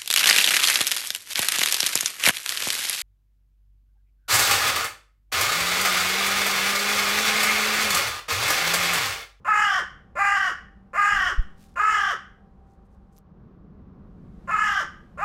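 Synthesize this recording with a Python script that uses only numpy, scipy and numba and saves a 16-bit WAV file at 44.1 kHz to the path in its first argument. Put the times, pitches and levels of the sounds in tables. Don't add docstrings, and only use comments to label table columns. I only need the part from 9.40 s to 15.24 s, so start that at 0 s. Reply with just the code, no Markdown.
import sys
import numpy as np
from scipy import signal
from scipy.fft import rfft, irfft
from scipy.io import wavfile
from scipy.ndimage import uniform_filter1d
from numba import njit

SR = 44100
rng = np.random.default_rng(int(sys.argv[2]) if len(sys.argv) > 2 else 0)


def generate_wav(signal):
    frames = np.transpose(np.atleast_2d(signal))
    scaled = np.clip(frames, -1, 1) * 32767
    pcm = np.round(scaled).astype(np.int16)
    wavfile.write(sys.argv[1], SR, pcm)


def to_linear_factor(level_db):
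    exponent = np.asarray(level_db, float) / 20
    return 10 ** exponent


N = 257544
T = np.arange(N) / SR
RELEASE_S = 0.0684
SWELL_HZ = 45


def unit(x):
    return x / np.sqrt(np.mean(x ** 2))


def ramp(t, length):
    return np.clip(t / length, 0, 1)


@njit
def svf(x, hz, width):
    y, band, low = np.empty(len(x)), 0., 0.
    for i in range(len(x)):
        g, k = np.tan(np.pi * hz[i] / SR), width / hz[i]
        v = (band + g * (x[i] - low)) / (1 + g * (g + k))
        band, low, y[i] = 2 * v - band, low + 2 * g * v, k * v
    return y


def ring(x, centre, width):
    return svf(svf(x, centre, 1. * width), centre, 1. * width)


def walk(rate_hz, size=N):
    lowpass = signal.butter(2, rate_hz, fs=SR, output="sos")
    return unit(signal.sosfilt(lowpass, rng.standard_normal(size + SR))[SR:])


def coloured(points):
    hz, db = np.transpose(points)
    f = np.maximum(np.fft.rfftfreq(N, 1 / SR), 1)
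    gain = to_linear_factor(np.interp(np.log(f), np.log(hz), db, left=-90, right=-90))
    return unit(irfft(rfft(rng.standard_normal(N)) * gain, N))


def gestures(t, end, level_db, shut_db, effort):
    attack_s = 0.065
    starting = 1 - ramp(t, attack_s)
    dying = ramp(t - end, RELEASE_S)
    db = level_db - 20 * starting ** 2.2 - 12.5 * np.maximum(t - .1, 0) - 19 * dying ** 1.4
    open_from_s, open_by_s = .08, 0.2658
    opening = ramp(t - open_from_s, open_by_s - open_from_s)
    gape = opening * 0.75 + 0.13 * effort
    rasp_shares = (.09, .16, .12)
    hoarse = np.interp(opening, (0, .5, 1), rasp_shares)
    pipe_db = shut_db + 1.2 * opening * (-15 - shut_db) + 6.5 * starting + 1.5 * dying
    mouth_db = np.interp(opening, (0, 1), (-1, -5.5)) + 2 * effort * (1 - 0.48 * opening) + 5 * dying
    return db, opening, gape, hoarse, pipe_db, np.minimum(mouth_db, -.3)


def membranes(hz, cycles):
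    tone = 0
    for order in range(1, 20):
        swell = to_linear_factor(3.176 * walk(SWELL_HZ, size=len(hz))) * np.exp(-order * hz / 3940.0)
        tone = tone + swell * np.cos(2 * np.pi * (order * cycles + rng.random()))
    return unit(tone)


def throat(source, opening, gape):
    # centre in Hz at gape 0, centre in Hz at gape 1, relative bandwidth in Hz
    # (widened below), relative level in dB with the beak shut, partly open and fully open.
    resonances = [(1729.4, 1608.4, 416.6, -8.5, -4.5, 2.5), (1957, 1656.1, 353.3, -5.5, -1.5, 4.5),
                  (2591, 3187.4, 343.6, -14.5, -13, -11), (4920, 5689, 1000, -30.5, -26.5, -20),
                  (7053, 6900, 890, -24.5, -18, -26), (9360, 7300, 3200, -36, -33.5, -32),
                  (13000, 12800, 2000, -38.5, -39, -40)]
    partly_open = 0.26
    upper = 0
    for k, (shut_hz, open_hz, width, *gape_db) in enumerate(resonances):
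        centre = shut_hz + gape * (open_hz - shut_hz)
        gain = to_linear_factor(np.interp(opening, (0, partly_open, 1), gape_db))
        upper = upper + (-1) ** k * gain * ring(source, centre, 1.496 * width)
    return upper


def windpipe(t_after_end, hz, breath, hoarse, catching, dying, effort):
    pipe_hz = 2 * hz * (1 - 0.25 * catching) * (1 - .45 * dying)
    phase = 2 * np.pi * np.cumsum(pipe_hz) / SR
    note = np.cos(phase) + 0.06 * np.cos(phase / 2)
    note = note * to_linear_factor((1.5 + 1.2 * effort) * walk(SWELL_HZ, size=len(hz)))
    sung = note * np.sqrt(1 - hoarse) * (1 - .8 * ramp(t_after_end, 0.01525))
    breathed = 0.56 * np.sqrt(hoarse) * unit(ring(breath, pipe_hz, 220))
    return sung + breathed


def steady(x):
    return x / np.sqrt(uniform_filter1d(x ** 2, size=2600, mode="reflect"))


def caw(start_s, end_s, level_db, pipe_db, flap_hz, pitch):
    start, stop_s = int(start_s * SR), end_s + RELEASE_S
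    t = T[start:int(stop_s * SR)]
    n = len(t)
    pitch_points = np.transpose(pitch)
    effort = (np.interp(start_s + .15, *pitch_points) - 414) / 18
    db, opening, gape, hoarse, pipe_db, mouth_db = gestures(
        t - start_s, end_s - start_s, level_db, pipe_db, effort)
    start_hz, jump_at_s, jump_s = 348.36, .03, 0.0121
    hz = start_hz + (np.interp(t, *pitch_points) - start_hz) * ramp(t - start_s - jump_at_s, jump_s)
    catching = 1 - ramp(t - start_s, 0.0444)
    dying = ramp(t - end_s, 0.041)
    hoarse = np.clip(hoarse + .45 * catching + .5 * dying, 0, 1)
    flap = np.sin(np.cumsum(2 * np.pi * flap_hz * (1 + .2 * walk(25, size=n)) / SR))
    flap_bend = (.015, .04)
    hz = hz * (1 + np.interp(gape, (0, 1), flap_bend) * flap + 0.022 * hoarse * walk(250, size=n))
    cycles = np.cumsum(hz * (1 - 0.23 * dying)) / SR
    tone = membranes(hz, cycles)
    breath = rng.standard_normal(n) * (1 + 0.74 * np.cos(2 * np.pi * cycles))
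    pulsing = to_linear_factor((1 + 0.5 * effort) * flap)
    clear = tone * np.sqrt(1 - hoarse) * pulsing
    rasp = 2.467 * breath * np.sqrt(hoarse) * pulsing

    upper = throat(clear + rasp, opening, gape)
    mouth = ring(clear + .55 * rasp, np.full(n, 1227.1), 401.5)
    pipe = windpipe(t - end_s, hz, breath, hoarse, catching, dying, effort)
    rest = np.sqrt(np.clip(1 - to_linear_factor(mouth_db) ** 2 - to_linear_factor(pipe_db) ** 2, .1, 1))
    voice = rest * steady(upper) - to_linear_factor(mouth_db) * steady(mouth) + to_linear_factor(pipe_db) * steady(pipe)
    fade = np.clip(np.minimum((t - start_s) / 0.00076, (stop_s - t) / 0.0037), 0, 1)
    return start, voice * to_linear_factor(db) * fade


def crow():
    # start in seconds, moment the breath gives out in seconds, level in dB before the
    # strength gestures, windpipe share in dB with the beak shut, membrane flap rate in Hz.
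    caw_rows = [(0.046, 0.376, -19, -22, 49.92), (0.753, 1.077, -20.5, -10.5, 38.06),
                (1.532, 1.882, -20, -15, 41.7), (2.357, 2.703, -19.5, -21, 48.37),
                (5.074, 5.397, -21, -16, 45), (5.774, 6.1, -25, -11, 38.84)]
    # time in seconds, pitch in Hz
    pitch_curves = [
        [(0.095, 436.8), (0.127, 417.9), (0.235, 418.3), (0.371, 372.2), (0.385, 379.8)],
        [(0.795, 399.7), (0.951, 403), (0.971, 382.8), (0.993, 393), (1.085, 368)],
        [(1.58, 406.3), (1.702, 411.5), (1.76, 397.8), (1.82, 375.5), (1.895, 356.5)],
        [(2.405, 414.7), (2.457, 430.3), (2.523, 425.2), (2.641, 394.8), (2.715, 389)],
        [(5.115, 429.9), (5.183, 423.4), (5.239, 425), (5.395, 389), (5.41, 362.6)],
        [(5.81, 390.3), (5.84, 416)],
    ]
    out = np.zeros(N)
    for row, pitch in zip(caw_rows, pitch_curves):
        start, sound = caw(*row, pitch)
        out[start:start + len(sound)] = sound
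    return out


def yard(dry):
    # frequency in Hz, 60 dB decay time in seconds, relative level in dB.
    echo_points = [(404.35, 0.093, -14.5), (800, 0.31, -5), (1470, 0.429, 3.5), (2500, 0.5, -5.5),
                   (5000, 0.32, 4.5), (14000, .25, -7.5)]
    t = T[:SR]
    hz, t60, db = np.transpose(echo_points)
    tail = 0
    for centre in 300 * 2 ** np.arange(0, 5.7, .5):
        decay = np.interp(np.log(centre), np.log(hz), t60)
        level_db = np.interp(np.log(centre), np.log(hz), db)
        band = svf(rng.standard_normal(SR), np.full(SR, centre), centre / 1.6)
        tail = tail + band * to_linear_factor(level_db - 60 * t / decay)
    tail = tail * np.clip((t - .006) / 0.0023, 0, 1)
    return signal.fftconvolve(dry, tail / np.sqrt(np.sum(tail ** 2)))[:N]


def rustles():
    # middle in seconds, length in seconds between the points at 1/e of the peak,
    # peak level in dB, centre in Hz, bandwidth in Hz.
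    brushes = [(1.947, 0.044, -71.5, 8970, 12040), (2.027, 0.015, -66.5, 4500, 4040),
               (2.224, 0.074, -60, 3041, 8800), (2.297, 0.124, -69.5, 4000, 6970),
               (3.311, 0.1, -82.5, 5990, 5000), (3.461, .02, -80.5, 7500, 5000),
               (3.533, 0.057, -80.5, 6000, 6088), (3.73, .02, -75, 7000, 4040),
               (3.771, 0.05, -69.5, 6892, 8900)]
    # start in seconds, starting level in dB, frequency in Hz.
    tick_rows = [(3.31, -61.5, 5930), (3.454, -68, 11100), (3.766, -46, 6150), (3.77, -47.5, 11000),
                 (3.78, -41, 6060), (3.786, -38.5, 12700)]
    out = np.zeros(N)
    for middle_s, length, db, hz, width in brushes:
        grains = rng.standard_normal(N) * to_linear_factor(3.2 * walk(150))
        brush = unit(svf(grains, np.full(N, 1. * hz), 1. * width))
        out += to_linear_factor(db) * brush * np.exp(-(2 * (T - middle_s) / length) ** 2)
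    for start_s, db, hz in tick_rows:
        after = np.maximum(T - start_s, 0)
        out += to_linear_factor(db) * np.sin(2 * np.pi * hz * after) * np.exp(-after / 0.00024)
    return out


def wind():
    # start in seconds, rise in seconds, peak level in dB, later change in dB per second,
    # end in seconds.
    gust_rows = [(1.67, .06, -39, -35, 2.2), (4.4, .7, -50, -8, 5.84)]
    # time in seconds, level in dB before smoothing,
    # dip time in seconds, push decay in seconds.
    thump_settings = (1.994, -11.5, .0045, .014)
    blow = 0
    for start_s, rise, db, fall_db, end_s in gust_rows:
        falling = to_linear_factor(db + fall_db * np.maximum(T - start_s - rise, 0))
        blow = blow + ramp(T - start_s, rise) ** 2 * falling * (T < end_s)
    buffet = unit(svf(rng.standard_normal(N), np.full(N, 30.), 17.0)) * blow
    at, thump_db, dip, push = thump_settings
    after = np.maximum(T - at, 0)
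    suction = np.exp(-.5 * ((T - at + dip) / dip) ** 2)
    pushing = (1 - np.exp(-after / dip)) * (2.2 * np.exp(-after / push) - .3 * np.exp(-after / .05))
    lowpass = signal.butter(2, 190, fs=SR, output="sos")
    return buffet + to_linear_factor(thump_db) * signal.sosfiltfilt(lowpass, pushing - suction)


def traffic():
    # time in seconds, loudness from 0 (quiet) to 1 (loud).
    loudness_points = [(0, 0.23), (1.5, .03), (3.8, .05), (4.0, 0.726), (4.7, 0.917), (5.1, 0.972),
                       (5.4, 0.52), (5.84, 0.707)]
    # frequency in Hz, relative level in dB per Hz.
    rumble, drone, hiss = [(12, -30.5), (20, -10), (64, -2.5), (103, -12.5), (124, -17), (130, -10),
                           (170, -48.5), (290, -120)], [(59, -39), (100, -8), (119, -11), (140, -3.5), (189, -1),
                                           (274, -12.5), (404, -18), (450, -21), (580, -45), (990, -120)], [(210, -32.5), (350, -5.5), (600, -9.5),
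                                                          (681, -15.5), (738, -9), (837, -15), (1130, -13),
                                                          (2200, -32), (5800, -46), (8900, -60.5),
                                                          (15500, -52.5)]
    # level in dB when quiet, level in dB when loud,
    # exponent on the loudness (above 1 holds the middle values down).
    layer_levels = [(-54, -48.5, 4.4), (-59.5, -46.5, 1.1), (-65, -60.5, 1.3)]
    loudness = np.clip(np.interp(T, *np.transpose(loudness_points)), 0, 1)
    out = 0
    for spectrum, (quiet_db, loud_db, bend) in zip((rumble, drone, hiss), layer_levels):
        level_db = quiet_db + loudness ** bend * (loud_db - quiet_db) + 0.59 * walk(6.7)
        out = out + coloured(spectrum) * to_linear_factor(level_db)
    return out


def hum():
    # centre in Hz, level in dB, bandwidth in Hz.
    hum_bands = [(195.4, -61.5, 11), (783.6, -70.5, 3.8)]
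    end_s, fade_s = 3.85, 0.059
    on = np.clip((end_s - T) / fade_s, 0, 1)
    out = 0
    for hz, db, width in hum_bands:
        out = out + on * to_linear_factor(db) * unit(svf(rng.standard_normal(N), np.full(N, 1. * hz), 1. * width))
    return out


def scene():
    bird = crow()
    echoes = to_linear_factor(-10) * yard(bird)
    return (bird + echoes + rustles() + wind() + traffic() + hum())[None]


def low_pass(x):
    return signal.sosfilt(signal.butter(12, 15680, fs=SR, output="sos"), x)


def record(dry):
    return low_pass(dry)


dry = scene()
out = record(dry)
generate_wav(out)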